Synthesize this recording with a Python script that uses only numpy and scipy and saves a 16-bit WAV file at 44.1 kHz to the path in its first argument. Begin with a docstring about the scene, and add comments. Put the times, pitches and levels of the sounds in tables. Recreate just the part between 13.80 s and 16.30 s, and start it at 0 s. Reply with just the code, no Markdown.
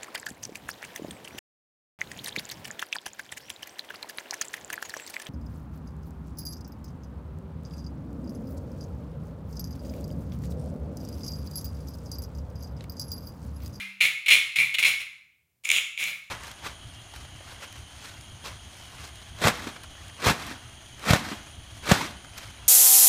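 """A fine razor saw cuts a small cast resin part at a hobby desk: four quick strokes, a pause, two more.
The teeth catch unevenly, and these impulses excite damped resonances of the thin blade and the part.
Resin crumbles as a hiss of filtered random clicks, and now and then a tooth snags hard.
The blade is re-seated in the pause and its resonances change balance.
Slowly swelling low modes make the desk boom faintly; a bare room adds a diffuse tail over a noise floor."""
import sys
import numpy as np
from scipy import signal
from scipy.fft import rfft, irfft
from scipy.io import wavfile

SR = 44100
rng = np.random.default_rng(int(sys.argv[2]) if len(sys.argv) > 2 else 0)


def store_wav(level_fs):
    """Save 16-bit WAV to argv[1]."""
    pcm = np.round(np.clip(np.atleast_2d(level_fs), -1, 1) * 32767)
    wavfile.write(sys.argv[1], SR, pcm.T.astype(np.int16))


N = 110250
LEAD_S = .25  # computed before the output begins, so that earlier sounds are already under way
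TIME = np.arange(-int(LEAD_S * SR), N) / SR
SIZE = len(TIME)
GRAINS_PER_S, GRAIN_SPREAD_DB = 12000, 3.5  # resin crumbs and fine grit


def from_db(db):
    """Level law: 20 dB is a factor of ten in amplitude."""
    return 10 ** (np.asarray(db) / 20)


def rms_one(x):
    """Normalisation to unit mean power."""
    return x / np.sqrt(np.mean(x ** 2) + 1e-20)


def at_hz(points, hz, axis=1):
    """Log-frequency interpolation of one table column."""
    points = np.array(points)
    return np.interp(np.log(np.maximum(hz, 1)), np.log(points[:, 0]), points[:, axis])


def through(x, response):
    """Linear filtering: convolution with an impulse response."""
    return signal.fftconvolve(x, response)[:SIZE]


def high_pass(x, hz):
    """Second-order Butterworth filtering of the lows."""
    return signal.sosfilt(signal.butter(2, hz, "high", fs=SR, output="sos"), x)


def decay(t, t60):
    """Exponential damping: the level falls 60 dB in t60 seconds."""
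    return np.exp(-np.log(1000) * t / t60)


def add(track, s, sound):
    """Superposition: lays a sound into a track at the given time."""
    at = max(int((s + LEAD_S) * SR), 0)
    track[..., at:at + sound.shape[-1]] += sound


def colour(points, size=4096):
    """Minimum phase: a folded cepstrum gives a causal response of unit energy with the given spectrum."""
    magnitude = from_db(at_hz(points, np.fft.rfftfreq(size, 1 / SR)))
    cepstrum = irfft(np.log(magnitude))
    cepstrum[1:size // 2] *= 2
    cepstrum[size // 2 + 1:] = 0
    response = irfft(np.exp(rfft(cepstrum)))
    return response / np.linalg.norm(response)


def grains(per_s, spread_db):
    """Shot noise: random clicks of uneven size and either sign; rms 1."""
    present = rng.random(SIZE) < per_s / SR
    sign = rng.choice([-1, 1], SIZE)
    size = from_db(spread_db * np.clip(rng.standard_normal(SIZE), -2, 2))
    return rms_one(present * sign * size)


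# Spectrum of the background. Each row: frequency in Hz, relative density in dB per Hz.
BACKGROUND = [(25, -28), (65, 1.5), (130, 1.5), (250, -13), (1000, -20), (4000, -23.5), (10000, -21),
              (16000, -18)]
BACKGROUND_DB = -75


def background():
    """Stationary noise: white noise shaped by a fixed spectrum."""
    return from_db(BACKGROUND_DB) * through(rng.standard_normal(SIZE), colour(BACKGROUND))


# Low modes of desk and room. Each row: frequency in Hz, swell time in seconds, t60 in seconds.
DESK_MODES = [(66.4, .2, .42), (127, .05, .55), (163, .04, .28), (195, .03, .8)]
# Jolts of the desk by the strokes. Each row: time in seconds, then the drive of each mode in dB,
# lowest mode first.
DESK_JOLTS = [(-0.03, -54, -58, -60, -44.5), (0.205, -52, -51, -40, -70), (0.51, -38, -51, -52, -63),
              (0.76, -52, -42, -37, -60), (1.02, -34, -50, -52, -60), (1.87, -36, -60, -59, -66),
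              (2.2, -48, -50, -62, -56)]


def desk():
    """Modal superposition: after each jolt the low modes swell and die away."""
    t = np.arange(SR) / SR
    out = np.zeros(SIZE + SR)
    modes = np.array([decay(t, t60) * np.tanh(t / swell) ** 2 * np.sin(2 * np.pi * hz * t)
                      for hz, swell, t60 in DESK_MODES])
    for s, *levels_db in DESK_JOLTS:
        add(out, s, from_db(levels_db) @ modes)
    return out[:SIZE]


# Room tail. Each row: frequency in Hz, band level in dB, t60 in seconds.
ROOM_TAIL = [(125, -5, .9), (300, -6, .55), (600, -7, .46), (1400, -3.5, .64), (2410, -7.5, .63),
             (4500, -5.3, .56), (7500, -6.5, .52), (10000, -8, .47), (15030, -9.5, .43)]
ROOM_DELAY_S, ROOM_BUILD_S = .005, .005


def room(x):
    """Diffuse reverberation: a noise tail builds up quickly and dies band by band."""
    t = np.arange(SR) / SR
    tail = np.zeros(SR)
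    build = np.clip((t - ROOM_DELAY_S) / ROOM_BUILD_S, 0, 1)
    edges = np.geomspace(60, 17000, 15)
    white = rng.standard_normal((2, SR))  # neighbouring bands take different noise
    for k, (low, high) in enumerate(zip(edges, edges[1:])):
        hz = np.sqrt(low * high)
        shape = build * decay(t, at_hz(ROOM_TAIL, hz, axis=2))
        band_pass = signal.butter(2, [low, high], "band", fs=SR, output="sos")
        band = signal.sosfilt(band_pass, white[k % 2])
        tail += from_db(at_hz(ROOM_TAIL, hz)) * band * shape / np.linalg.norm(shape)
    return through(x, tail)


# Spectrum of crumbling resin. Each row: frequency in Hz, relative density in dB per Hz.
CRUMB_SPECTRUM = [(45, -32), (105, -1), (180, -2), (260, -8), (400, -3), (540, 1), (850, -3), (1250, 4.5),
                  (1900, 9), (3600, 4), (5000, 3.5), (7000, 1), (8700, -1), (9700, 3.5), (12000, 1.5),
                  (16000, -2.5)]


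def crumbling(drive, cracks):
    """Fracture noise: resin breaks away in a dense spray of tiny cracks, with a larger one at each snag."""
    spray = drive * grains(GRAINS_PER_S, GRAIN_SPREAD_DB)
    return through(spray + cracks, colour(CRUMB_SPECTRUM))


# A tooth snags and breaks free. Each row: time in seconds, knock on the blade in dB
# (before its share among the registers), crack in dB.
TOOTH_SNAGS = [(0.205, -17, -30), (0.2103, -8, -24), (0.254, -22, -30), (0.461, -18, -30),
               (0.483, -14, -28), (0.5065, -7, -22), (0.5235, -7, -22), (0.5305, -8, -16),
               (0.5525, -6, -28), (0.564, -25, -24), (0.760, -14.5, -26), (0.786, -9, -28),
               (0.8065, -22, -28), (0.9845, -12, -30), (1.0262, -13, -28), (1.052, -8.5, -24),
               (1.0665, -13, -24), (1.2075, -27, -38), (1.8906, -13, -13), (1.8999, -13, -30),
               (1.9025, -5, -12), (1.9155, -6, -7.5), (1.9628, -13.5, -26), (1.984, -11, -26),
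               (2.1762, -17, -32), (2.2397, -20, -17), (2.2831, -18, -32)]


def snags():
    """Impulse excitation: single hard clicks, as knocks on the blade and as cracks."""
    out = np.zeros((2, SIZE))
    for s, *levels_db in TOOTH_SNAGS:
        out[:, int((s + LEAD_S) * SR)] += from_db(levels_db)
    return out


# Runs of the blade through the cut. Each row: start in seconds, rise in seconds, hold in seconds,
# fade by 20 dB in seconds, then drive in dB of the low, middle and high registers and of the crumbling.
BLADE_RUNS = [(-0.12, 0.0097, 0.074, 0.0041, -25, -31, -45, -34),
              (0.207, 0.0014, .046, .07, -20.5, -25, -37, -32.5),
              (0.4605, 0.00089, .008, 0.0342, -31, -32, -46, -42),
              (0.4805, .002, 0.013, .022, -20.5, -24, -33.5, -31.5),
              (0.501, .003, 0.035, .078, -17.5, -19.5, -29.5, -28.5),
              (0.755, .006, .006, 0.06, -25, -29, -39, -37.5),
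              (0.784, 0.0022, .022, .1, -19.5, -30.5, -40, -35),
              (0.937, .007, 0.0086, .010, -28, -25, -42, -38),
              (0.982, .004, .011, .035, -23, -27.5, -36, -32),
              (1.025, 0.0018, .011, .010, -20, -24.5, -36, -34),
              (1.045, 0.0016, 0.032, 0.0769, -20.5, -25, -33.5, -30),
              (1.194, .010, 0.012, 0.0324, -35, -40, -50, -46),
              (1.836, .001, .003, 0.13, -47, -48, -51.5, -56),
              (1.846, .003, .007, .012, -29, -35, -35, -42), (1.862, .003, .022, .01, -36, -45, -49, -45),
              (1.89, 0.028, .060, .065, -30.5, -27, -35.5, -36),
              (2.172, 0.034, .032, .07, -30, -33, -43, -38.5),
              (2.255, .015, .022, .10, -32.5, -41, -54, -41)]


def pressure():
    """Energy addition: each run rises, holds and fades, and overlapping runs sum in power."""
    power = np.zeros((4, SIZE + SR))
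    t = np.arange(SR // 2) / SR
    for start, rise, hold, fade, *levels_db in BLADE_RUNS:
        attack = np.clip(t / max(rise, 1 / SR), 0, 1)
        release = from_db(-20 * np.clip((t - rise - hold) / fade, 0, 10))
        add(power, start, np.outer(from_db(levels_db), attack * release) ** 2)
    return np.sqrt(power[:, :SIZE])


CATCHES_PER_S, CATCH_JITTER, CATCH_SPREAD_DB = 320, .36, 2.6  # nominal rate; jitter of the log interval
CHATTER_PER_S, CHATTER_DB = 2500, -8.5  # small slips between the catches


def catches(count=2000):
    """Stick-slip: the teeth catch in a loosely regular train, with small slips in between; rms near 1."""
    chance = np.clip(rng.standard_normal((count, 2)), -2, 2)
    intervals = np.exp(CATCH_JITTER * chance[:, 0]) * SR / CATCHES_PER_S
    at = np.cumsum(intervals).astype(int)
    train = np.bincount(at, from_db(CATCH_SPREAD_DB * chance[:, 1]), SIZE)[:SIZE]
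    return rms_one(train) + from_db(CHATTER_DB) * grains(CHATTER_PER_S, GRAIN_SPREAD_DB)


# Lingering modes of the steel. Each row: frequency in Hz, relative level in dB, t60 in seconds.
STEEL_MODES = [(2082, -48, .6), (2202, -41, .35), (2332, -41, 0.3), (2443, -42, .5), (3402, -50, 0.26),
               (3540, -46, .4), (4160, -46, 0.3)]
STEEL_DB = -8  # common gain of these modes


def steel(force):
    """Modal ringing: lightly damped sines of the steel outlast each catch."""
    t = np.arange(SR) / SR
    response = sum(from_db(db) * decay(t, t60) * np.sin(2 * np.pi * hz * t) for hz, db, t60 in STEEL_MODES)
    return from_db(STEEL_DB) * through(force, response)


# Damped resonances of blade and part. Each row: frequency in Hz, bandwidth in Hz,
# relative level in dB before the pause, relative level in dB after it.
BLADE_MODES = [(2160, 190, 0, -2), (2380, 280, 0.5, 0), (2810, 400, 0, 0), (3471, 400, -4.5, -2.5),
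               (4130, 340, -9.5, -19), (5200, 1300, -2, -9), (6950, 480, -1, 0), (8200, 450, -5, -10),
               (9600, 480, 0, -6), (11000, 1000, -7, -13)]
REGISTER_EDGES_HZ = (2620, 4900)  # divide the modes into low, middle and high
BLADE_LOW_CUT_HZ, CONTACT_S = 1200, .0002


def blade_response(register, seat):
    """Damped resonance: one register of the blade, struck through a slightly soft contact."""
    t = np.arange(SR // 20) / SR
    modes = np.zeros(len(t))
    for k, (hz, width, *db) in enumerate(BLADE_MODES):
        if np.searchsorted(REGISTER_EDGES_HZ, hz) == register:
            ring = np.exp(-np.pi * width * t) * np.sin(2 * np.pi * hz * t)
            # the factor width sets the resonance peak by db alone; signs alternate from mode to mode
            modes += (-1) ** k * from_db(db[seat]) * width * ring
    return high_pass(modes * (1 - np.exp(-t / CONTACT_S)), BLADE_LOW_CUT_HZ)


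# Gain of snag clicks, in dB, in the low, middle and high registers.
SNAG_GAIN_DB = (-4, -4, -1)
RESEAT_S = 1.7


def blade(low, middle, high, knocks, cracks):
    """Source and resonator: catches ring the low and middle registers, fine grit and cracks the high one."""
    teeth = catches()
    grit = grains(GRAINS_PER_S, GRAIN_SPREAD_DB)
    registers = [(low * teeth, knocks), (middle * teeth, knocks), (high * grit, cracks)]
    out = steel(low * teeth)
    # the balance of the modes depends on how the blade sits in the cut
    for seat, active in enumerate((TIME < RESEAT_S, TIME >= RESEAT_S)):
        for register, (rasp, clicks) in enumerate(registers):
            response = blade_response(register, seat)
            # rasp is scaled by the energy of the response, single clicks by its peak
            rasp_force = rasp / np.linalg.norm(response)
            click_force = from_db(SNAG_GAIN_DB[register]) * clicks / abs(response).max()
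            out = out + through(active * (rasp_force + click_force), response)
    return out


def scene():
    """Superposition: the saw and its room tail, the desk and the background."""
    low, middle, high, crumbs = pressure()
    knocks, cracks = snags()
    saw = blade(low, middle, high, knocks, cracks) + crumbling(crumbs, cracks)
    return (saw + room(saw) + desk() + background())[None, -N:]


def record(dry):
    """Band limiting: a steep elliptic low-pass removes the top above 15.9 kHz."""
    low_pass = signal.ellip(10, .1, 80, 15900, fs=SR, output="sos")  # order, ripple dB, rejection dB, Hz
    return signal.sosfilt(low_pass, dry)


dry = scene()
out = record(dry)
store_wav(out)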